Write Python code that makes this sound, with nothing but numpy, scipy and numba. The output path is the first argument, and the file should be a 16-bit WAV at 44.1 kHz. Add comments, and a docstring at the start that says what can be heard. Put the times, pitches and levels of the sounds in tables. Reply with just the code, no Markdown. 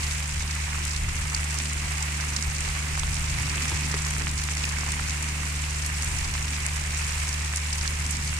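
"""Steady rain hisses on mud and puddles, over a generator hum and an unsteady low rumble.
Coloured noise makes the far rain; clusters of short dying sines make the near patter and the splats.
Single plops, soft mud thuds and a few pitched plinks stand out; they too are bursts of dying sines.
The six-cylinder generator is a sum of shaft-rate harmonics, the rumble three bands of noise.
A phone with two ports hears it all from under a shelter."""
import sys
import numpy as np
from scipy import signal
from scipy.fft import rfft, irfft, next_fast_len
from scipy.io import wavfile
from scipy.ndimage import uniform_filter1d
from numba import njit

SR = 44100
rng = np.random.default_rng(int(sys.argv[2]) if len(sys.argv) > 2 else 0)


def wrap_up_sound(samples):
    """Save the sound to the file named by the first command line argument, as 16-bit audio."""
    columns = np.atleast_2d(samples).T
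    # keep every value between -1 and 1, then stretch to whole-number steps
    tamed = np.clip(columns, -1, 1)
    steps = np.round(tamed * 32767).astype(np.int16)
    wavfile.write(sys.argv[1], SR, steps)


N = 369999  # length in samples

# colour of the rain through the phone's ports: [f/Hz, relative level/dB]
RAIN_COLOUR = [(240, -21), (340, -11), (577, -12.5), (957, -5.5), (1420, -6), (2190, 0), (2670, -1.5),
               (3250, -6.5), (3620, -7), (7790, -1), (9350, -5), (11800, -19), (13100, -16.5), (14600, -23),
               (15500, -31)]
# balance of the ports for rain: [f/Hz, left minus right level/dB]
PORT_BALANCE = [(400, -.5), (700, -1.1), (1300, -3), (2400, -5), (4400, -2.3), (8000, .5), (11500, -.5),
                (14000, -.9)]
# multiples of the generator's shaft rate: [multiple, rms level/dB, left lead/rad]
HARMONICS = [(2, -54, -.05), (3, -31.1, -.07), (4, -56, -.2), (7, -65, -.4), (8, -66, -.4), (9, -58, -.4),
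             (10, -66, -.3), (12, -67, -.2), (15, -70, -.2)]
# second firing harmonic, which swells and sinks: [t/s, rms level/dB]
FIRING_OVERTONE = [(0.0, -53), (0.04, -41.5), (2.1, -38), (2.41, -39), (3.34, -37.5), (3.39, -35),
                   (3.72, -40), (3.79, -35), (4.84, -40), (7.71, -41.5), (8.34, -39.5), (8.39, -43)]
# unsteady low rumble: [t/s, deep band level/dB, middle band level/dB, upper band level/dB]
RUMBLE_LEVELS = [(0.0, -39, -55, -48), (0.04, -37, -44, -56), (0.21, -39, -53, -47), (0.28, -46, -44, -56),
                 (0.33, -32, -45, -49), (0.54, -44, -52, -50.5), (0.65, -39, -45, -53),
                 (0.72, -37, -55, -50), (0.86, -41, -45, -48), (0.89, -52, -59, -54),
                 (1.05, -30.5, -41, -50), (1.52, -47, -53, -51.5), (1.78, -38, -50, -45.5),
                 (1.82, -42, -60, -50), (1.87, -45, -53, -50), (2.41, -49, -51, -47.5),
                 (2.48, -31, -46, -52), (2.55, -43, -50, -57), (2.59, -42, -46, -46),
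                 (2.71, -32.5, -45, -53), (2.85, -45, -48, -47), (3.04, -31.5, -37, -52),
                 (3.35, -34, -39, -48.5), (3.62, -39, -43, -44.5), (3.76, -40, -32, -45),
                 (3.83, -45, -62, -42), (3.88, -39, -43, -43), (4.11, -42, -51, -49), (4.19, -34, -42, -42),
                 (4.4, -43, -53, -47.5), (4.88, -41, -51, -47), (5.09, -41, -39, -49),
                 (5.14, -41, -53, -49), (6.05, -41, -45, -50.5), (6.29, -34, -42, -51),
                 (6.55, -41, -48, -51.5), (7.74, -43, -48, -50.5), (8.11, -41, -44, -51),
                 (8.16, -36, -56, -49), (8.23, -35, -43, -53), (8.39, -42, -50, -49)]
# rumble bands: [centre f/Hz, width f/Hz, opposed noise relative to shared noise]
RUMBLE_SHAPES = [(35, 86, 0.13), (100, 95, 0.39), (203, 247, 0.24)]
# big drops slapping wet ground nearby:
# [t/s, peak level/dB, centre f/Hz, left minus right level/dB, mean droplet delay/ms]
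BIG_SPLATS = [(0.1102, -21.0, 5430.0, -2, 1.7), (0.5089, -19, 5910.0, -3, 2.1),
              (0.5511, -20.0, 7490.0, 1, 1.1), (0.8506, -16.5, 7460.0, 6, 2.6),
              (0.8762, -23.0, 7210.0, 4, 3.8), (0.9068, -20, 5890.0, 0, 5.7),
              (0.9625, -17.5, 5500.0, 0, 1.9), (1.1557, -24, 7680.0, 8, 0.8),
              (1.3459, -13, 5850.0, -3, 2.0), (1.3637, -23, 7060.0, 2, 2.5),
              (1.4412, -22.0, 7850.0, 2, 2.0), (1.5074, -20.0, 7260.0, 4, 1.3),
              (1.5863, -14.0, 6840.0, -1, 1.1), (1.7312, -22.0, 7390.0, 5, 2.3),
              (1.9192, -21, 7540.0, -3, 1.5), (1.9802, -20.0, 6940.0, 0, 1.4), (2.025, -14, 6850.0, 1, 2.0),
              (2.2065, -21.0, 5780.0, 1, 3.9), (2.3628, -12.5, 6000, -3, 2.8), (2.425, -15, 6630, -7, 1.4),
              (2.5628, -22.0, 5540.0, -3, 3.7), (2.5832, -23.0, 7030.0, 6, 0.9),
              (2.6056, -19, 7020.0, -4, 1.6), (2.6546, -24, 6600.0, 0, 2.3),
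              (2.9948, -16.5, 6950.0, -4, 1.8), (3.1427, -20.0, 7270.0, -4, 1.9),
              (3.1528, -23, 6270.0, -4, 2.5), (3.2994, -21, 6130.0, -1, 2.7), (3.4949, -20, 5420.0, 1, 1.7),
              (3.6182, -18, 7060, 0, 6.3), (3.6521, -21.0, 6940.0, 0, 3.3), (3.68, -21, 6710.0, -4, 2.2),
              (3.6975, -17, 7500.0, 8, 0.8), (3.7434, -22, 7650.0, 6, 1.5),
              (3.8526, -23.0, 6100.0, -4, 2.4), (3.9138, -19, 6850.0, -3, 4.5),
              (3.941, -20.0, 6370.0, -2, 1.6), (3.9874, -23.0, 6080.0, -3, 2.3),
              (4.0496, -21.0, 5900.0, -2, 0.9), (4.0655, -22, 7320.0, 8, 2.5),
              (4.1818, -19, 7640.0, 2, 0.9), (4.3123, -22.0, 8060.0, 2, 1.9),
              (4.3763, -23.0, 6220.0, -9, 2.1), (4.4363, -18, 7580.0, 4, 2.4),
              (4.5512, -20, 6890.0, -4, 0.8), (4.5694, -21.0, 7490.0, 4, 1.7),
              (4.6371, -20.5, 5520.0, 1, 2.4), (4.6524, -19, 6530.0, 3, 2.3), (4.6907, -22, 7910.0, 9, 1.4),
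              (4.7856, -21, 5620.0, -8, 1.3), (4.8068, -21, 6100.0, 0, 2.6), (4.9037, -20, 6900.0, 2, 2.4),
              (4.9185, -18, 7030.0, 1, 2.3), (4.9436, -22.0, 7190.0, 5, 1.0), (5.0761, -22, 6160.0, 3, 2.1),
              (5.0828, -22.0, 7000.0, 0, 3.0), (5.0952, -19.0, 6350.0, 1, 2.3),
              (5.1061, -20, 5640.0, -1, 2.1), (5.2241, -19.5, 7510.0, 2, 3.1),
              (5.2873, -19.0, 6590.0, -5, 1.8), (5.7067, -21, 7470.0, -1, 1.4),
              (5.8223, -22.0, 6380.0, 1, 0.9), (5.8462, -22.0, 5950.0, 2, 2.8),
              (5.8614, -16, 8580.0, -3, 2.2), (6.0227, -18, 7920.0, 4, 1.2), (6.0452, -19, 8190.0, -7, 1.2),
              (6.1845, -21.0, 6790.0, -4, 3.7), (6.2432, -24.0, 6010.0, -8, 3.7),
              (6.2769, -23, 7690.0, -4, 0.8), (6.4252, -19, 7260.0, 2, 1.8),
              (6.5047, -21.0, 6880.0, 3, 0.9), (6.5455, -24, 6870.0, 2, 0.9), (6.6046, -23, 8250.0, 1, 0.8),
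              (6.6644, -10.5, 7060.0, 3, 0.8), (6.7604, -19, 7800.0, -6, 1.2),
              (6.7667, -25, 7400.0, 0, 3.8), (6.9723, -21, 7620.0, 1, 5.5), (6.9769, -23.0, 7710.0, 7, 3.2),
              (7.0144, -26, 7340.0, 4, 1.7), (7.0663, -22.0, 7310.0, 4, 0.7), (7.078, -28, 7430.0, 9, 2.7),
              (7.1218, -21.0, 6460.0, -4, 1.5), (7.1807, -21.0, 7000.0, 2, 0.9),
              (7.1987, -22.0, 6600.0, 5, 2.1), (7.2709, -20.0, 5780.0, 0, 1.7),
              (7.2791, -21, 7340.0, 5, 1.6), (7.2904, -18, 6720.0, 1, 2.2),
              (7.3274, -20.0, 6180.0, -6, 2.7), (7.3406, -21.0, 7200.0, 2, 1.6),
              (7.4463, -22.0, 7070.0, 3, 1.0), (7.4587, -23, 8060.0, -1, 0.9),
              (7.5592, -12.5, 7690.0, 3, 1.7), (7.5711, -15, 7260.0, 0, 1.3), (7.7269, -16, 6530.0, 0, 4.4),
              (7.7797, -22.0, 6280.0, -1, 4.7), (7.8111, -20.0, 5050.0, 0, 1.8),
              (7.8766, -16, 5280.0, -10, 1.0), (8.002, -23, 7480.0, 6, 1.7),
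              (8.0632, -17.5, 7050.0, 1, 1.8), (8.1073, -18, 8390.0, -4, 3.2),
              (8.1672, -21.0, 6950.0, -2, 1.7), (8.2755, -21.0, 5760.0, -3, 1.7)]
# dull drips and mud plops: [t/s, peak level/dB, centre f/Hz]
MUD_PLOPS = [(0.203, -22, 2680), (0.347, -25, 2450), (1.43, -24, 2170), (1.601, -19, 2200),
             (1.715, -25.5, 1730), (2.199, -22, 1530), (2.239, -23.5, 1580), (2.519, -25, 2440),
             (2.953, -21.5, 1670), (2.976, -19.5, 1760), (3.034, -16.5, 2800), (3.077, -24.5, 1660),
             (3.407, -23, 2480), (3.433, -23.5, 2210), (3.465, -27, 1620), (3.541, -26, 1830),
             (3.58, -18.5, 2300), (3.608, -19, 2380), (3.656, -16, 2570), (3.718, -19.5, 1910),
             (3.941, -14.5, 1800), (4.062, -23, 2420), (4.073, -24, 1600), (4.109, -20, 2100),
             (4.137, -21, 2380), (4.165, -19.5, 2070), (4.208, -23, 1350), (4.214, -21.5, 1890),
             (4.27, -12.5, 2300), (4.397, -22, 1510), (4.488, -14.5, 2240), (4.786, -19, 1800),
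             (4.833, -23, 1800), (4.868, -23, 1500), (4.88, -23, 1500), (4.889, -24, 1300),
             (4.932, -24, 2030), (4.997, -19.5, 1600), (5.431, -25, 1480), (5.64, -23.5, 2530),
             (5.9, -19.5, 1600), (6.032, -25, 1500), (6.25, -24.5, 1500), (6.352, -21, 1370),
             (6.534, -26.5, 1850), (6.766, -24.5, 1750), (7.537, -16.5, 2160), (7.591, -27.5, 1750),
             (7.855, -22, 2170), (8.191, -25, 1940), (8.33, -20, 2080)]
# soft thuds of mud: [t/s, nominal level/dB]
MUD_THUDS = [(0.807, -39), (3.711, -38), (3.937, -32), (4.208, -41)]
# drops that trap air and ring near one pitch: [t/s, peak level/dB, pitch f/Hz]
AIR_PLINKS = [(2.008, -33, 830), (3.384, -22, 2130), (4.637, -29, 3760), (4.641, -17.5, 2550)]

# steady rain below and above the split; one passing swell, weaker in the treble
BODY_DB, TREBLE_DB, SPLIT_HZ = -35.5, -35.5, 3330
SWELL_S, SWELL_WIDTH_S, SWELL_DB, SWELL_TREBLE_SHARE = 3.57, 0.26, 2.5, 0.43
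FLURRY_DB = 1.3  # how far the patter wanders
SHAFT_HZ = 24.96  # three firings a turn
PULSE_SKEW_RAD = .5  # harmonics lag by this times squared distance from the firing rate, tilting each pulse
DRIP_PAN_DB = -7.5  # left minus right, for plops and plinks
TOP_HZ = 15400  # edge of the phone's treble cut


def undb(db):
    """Decibels to amplitude."""
    return 10 ** (np.asarray(db) / 20)


def unit(x):
    """Scale to an rms of one over all ports."""
    return x / np.sqrt(np.mean(x ** 2))


def curves(table):
    """Columns of a table, joined by straight lines in time."""
    s, *columns = np.transpose(table)
    return [np.interp(np.arange(N) / SR, s, column) for column in columns]


def on_log_hz(table, hz):
    """Read a frequency table along straight lines in log frequency."""
    f, value = np.transpose(table)
    return np.interp(np.log(np.maximum(hz, 1)), np.log(f), value)


def shaped(x, gain):
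    """Filter by a gain given as a function of frequency."""
    size = next_fast_len(N)
    hz = np.arange(size // 2 + 1) * SR / size
    return irfft(rfft(x, size) * gain(hz), size)[..., :N]


def walk(rate):
    """Random levels held 1 / rate s and slewed twice; spread near 1."""
    k = int(SR / rate)
    steps = np.repeat(rng.standard_normal(N // k + 1), k)
    return 1.36 * uniform_filter1d(uniform_filter1d(steps, k), k)[:N]


@njit
def add_grains(out, start, hz, cycles, size):
    """Each grain is a sine that dies by 1/e in the given number of cycles."""
    for g in range(len(start)):
        turn = np.exp((2j * np.pi - 1 / cycles) * hz[g] / SR)
        z = size[g] + 0j
        end = min(len(out), start[g] + int(6 * cycles * SR / hz[g]))
        for i in range(max(start[g], 0), end):
            out[i] += z.imag
            z *= turn


def splat(s, db, hz, pan_db, octaves, length, cycles, count, grain_db=0, pull_share=.5):
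    """A drop bursts into droplets: grains build fast and thin out, drawn anew at each port.

    length is the mean delay in s, octaves the pitch spread each way, pull_share the share starting inward.
    """
    out = np.zeros((2, N))
    for port, side in enumerate((.5, -.5)):
        chance = rng.random((len(s), count, 4))
        # two waiting times in a row give the quick build and the long tail
        late = -np.log((1 - chance[..., 0]) * (1 - chance[..., 3])) / 2
        ratio = 2 ** (np.reshape(octaves, (-1, 1)) * (2 * chance[..., 1] - 1))
        pitch = np.minimum(hz[:, None] * ratio, .4 * SR)
        level = undb(db + grain_db + side * pan_db)[:, None]
        push = np.sign(chance[..., 2] - pull_share)
        # higher grains ring more briefly, so they start stronger
        size = level * push * ratio ** 1.02
        start = ((s[:, None] + np.reshape(length, (-1, 1)) * late) * SR).astype(np.int64)
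        add_grains(out[port], start.ravel(), pitch.ravel(), 1. * cycles, size.ravel())
    return out


def patter(count, low_hz, high_hz, scatter_db, largest_db, length, octaves, cycles):
    """Random drops: many small, few large, some mere ticks, some spread-out splashes."""
    when, pitch, size, side, spread = rng.random((count, 5)).T
    hz = low_hz * (high_hz / low_hz) ** pitch
    db = np.minimum(-scatter_db * np.log(1 - size), largest_db)
    db = db + 4 * np.log2(hz / low_hz)
    pan_db = 8 * (side - .5)
    delay = length * 6 ** (spread - .5)
    return unit(splat(when * N / SR, db, hz, pan_db, octaves, delay, cycles, count=12))


def rain():
    """Far hiss and near patter share the colour of the ports; the patter comes in flurries."""
    hiss = rng.standard_normal((2, N)) * undb(0.76 * walk(5))
    bright = patter(count=1900, low_hz=4160, high_hz=12500, scatter_db=3.0, largest_db=6.5,
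                    length=.003, octaves=0.43, cycles=2.44)
    dull = patter(count=1800, low_hz=730, high_hz=3100, scatter_db=4.0, largest_db=7.5,
                  length=.0018, octaves=0.61, cycles=0.96)
    bright = undb(-4.3 + FLURRY_DB * walk(4.99)) * bright
    dull = undb(-12.5 + FLURRY_DB * walk(5)) * dull

    def port_colour(hz):
        """Shared colour, with the balance split evenly between left and right."""
        return undb(on_log_hz(RAIN_COLOUR, hz) + np.outer([.5, -.5], on_log_hz(PORT_BALANCE, hz)))

    sound = shaped(hiss + bright + dull, port_colour)
    body = shaped(sound, lambda hz: 1 / (1 + (hz / SPLIT_HZ) ** 6))
    treble = sound - body
    from_swell = (np.arange(N) / SR - SWELL_S) / SWELL_WIDTH_S
    swell_db = SWELL_DB * np.exp(-.5 * from_swell ** 2)
    body_gain = undb(BODY_DB + swell_db)
    treble_gain = undb(TREBLE_DB + SWELL_TREBLE_SHARE * swell_db)
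    return body_gain * unit(body) + treble_gain * unit(treble)


def generator():
    """Steady multiples of the shaft rate that waver a little on the way through the air."""
    turn = 2 * np.pi * SHAFT_HZ * np.arange(N) / SR + 0.1 * walk(1.487)
    overtone = (6, curves(FIRING_OVERTONE)[0], -.4)
    out = 0
    for k, db, lead in [*HARMONICS, overtone]:
        port_phase = np.array([[lead], [-lead]]) / 2
        lag = PULSE_SKEW_RAD * (k / 3 - 1) ** 2
        # higher multiples waver more
        level = np.sqrt(2) * undb(db + 0.12 * k * walk(1.64))
        out = out + level * np.cos(k * turn - lag + port_phase)
    return out


def rumble():
    """Low noise in three overlapping bands of unsteady level, nearly alike at both ports."""
    out = 0
    for db, (centre_hz, width_hz, unlike) in zip(curves(RUMBLE_LEVELS), RUMBLE_SHAPES):
        mid, side = rng.standard_normal((2, N))
        noise = mid + unlike * np.outer([1, -1], side)

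        def resonance(hz):
            """Gain that falls away on both sides of the centre."""
            offset = (hz - centre_hz ** 2 / np.maximum(hz, 1)) / width_hz
            return 1 / (1 + offset ** 2) ** 1.45

        out = out + undb(db + 1.7 * walk(9)) * unit(shaped(noise, resonance))
    return out


def placed(s, db, hz, pan_db, colour, **burst):
    """Single drops: each burst is coloured, brought to its own peak at each port and set at its time."""
    slot, lead, count = 2048, 128, len(s)  # samples per drop, samples ahead of its start, drops
    starts = (np.arange(count) * slot + lead) / SR
    # render the drops in a row, one to a slot, so each can be levelled alone
    row = splat(starts, np.zeros(count), hz, 0, **burst)
    drops = shaped(row, colour)[:, :count * slot].reshape(2, count, slot)
    peak = undb(db + np.outer([.5, -.5], pan_db))
    drops = drops * (peak / np.abs(drops).max(axis=2))[..., None]
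    out = np.zeros((2, N + 2 * slot))
    for k, at in enumerate((s * SR).astype(int) + slot - lead):
        out[:, at:at + slot] += drops[:, k]
    return out[:, slot:slot + N]


def splats():
    """Loud crackling drops; the ports lose the top and the wet ground gives them little bass."""
    s, db, hz, pan_db, spread_ms = np.transpose(BIG_SPLATS)
    return placed(s, db, hz, pan_db,
                  lambda hz: 1 / (1 + (hz / 10500) ** 5) / (1 + (2600 / (hz + 1)) ** 4),
                  octaves=0.45, length=spread_ms / 1000, cycles=2.8, count=30)


def plops():
    """A plop pushes the air outward in two quick pulses, further apart on average when quieter."""
    s, db, hz = np.transpose(MUD_PLOPS)
    return placed(s, db, hz, DRIP_PAN_DB,
                  lambda hz: 1 / (1 + (hz / 3900) ** 4) / (1 + (800 / (hz + 1)) ** 4),
                  octaves=0.25, length=.0007 * undb(-1.9 * (db + 21)), cycles=0.38, count=2, pull_share=0)


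def thuds():
    """Heavy mud lands softly: a few low grains, alike at both ports."""
    s, db = np.transpose(MUD_THUDS)
    sound = splat(s, db, np.full(len(s), 290.), 0, octaves=0.78, length=0.0063,
                  cycles=2.3, count=24, grain_db=-8.0)[0]
    return shaped(sound, lambda hz: 1 / (1 + (hz / 700) ** 4))


def plinks():
    """Trapped air rings near one pitch: closely tuned grains that all start outward."""
    return placed(*np.transpose(AIR_PLINKS), DRIP_PAN_DB, lambda hz: 1 / (1 + (400 / (hz + 1)) ** 4),
                  octaves=0.12, length=.0011, cycles=4.5, count=8, pull_share=0)


def scene():
    """Sum of all layers at the two ports."""
    return rain() + generator() + rumble() + splats() + plops() + thuds() + plinks()


def record(dry):
    """The phone cuts the top with a steep low-pass."""
    top_cut = signal.ellip(10, .2, 70, TOP_HZ, fs=SR, output="sos")
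    return signal.sosfilt(top_cut, dry)


dry = scene()
out = record(dry)
wrap_up_sound(out)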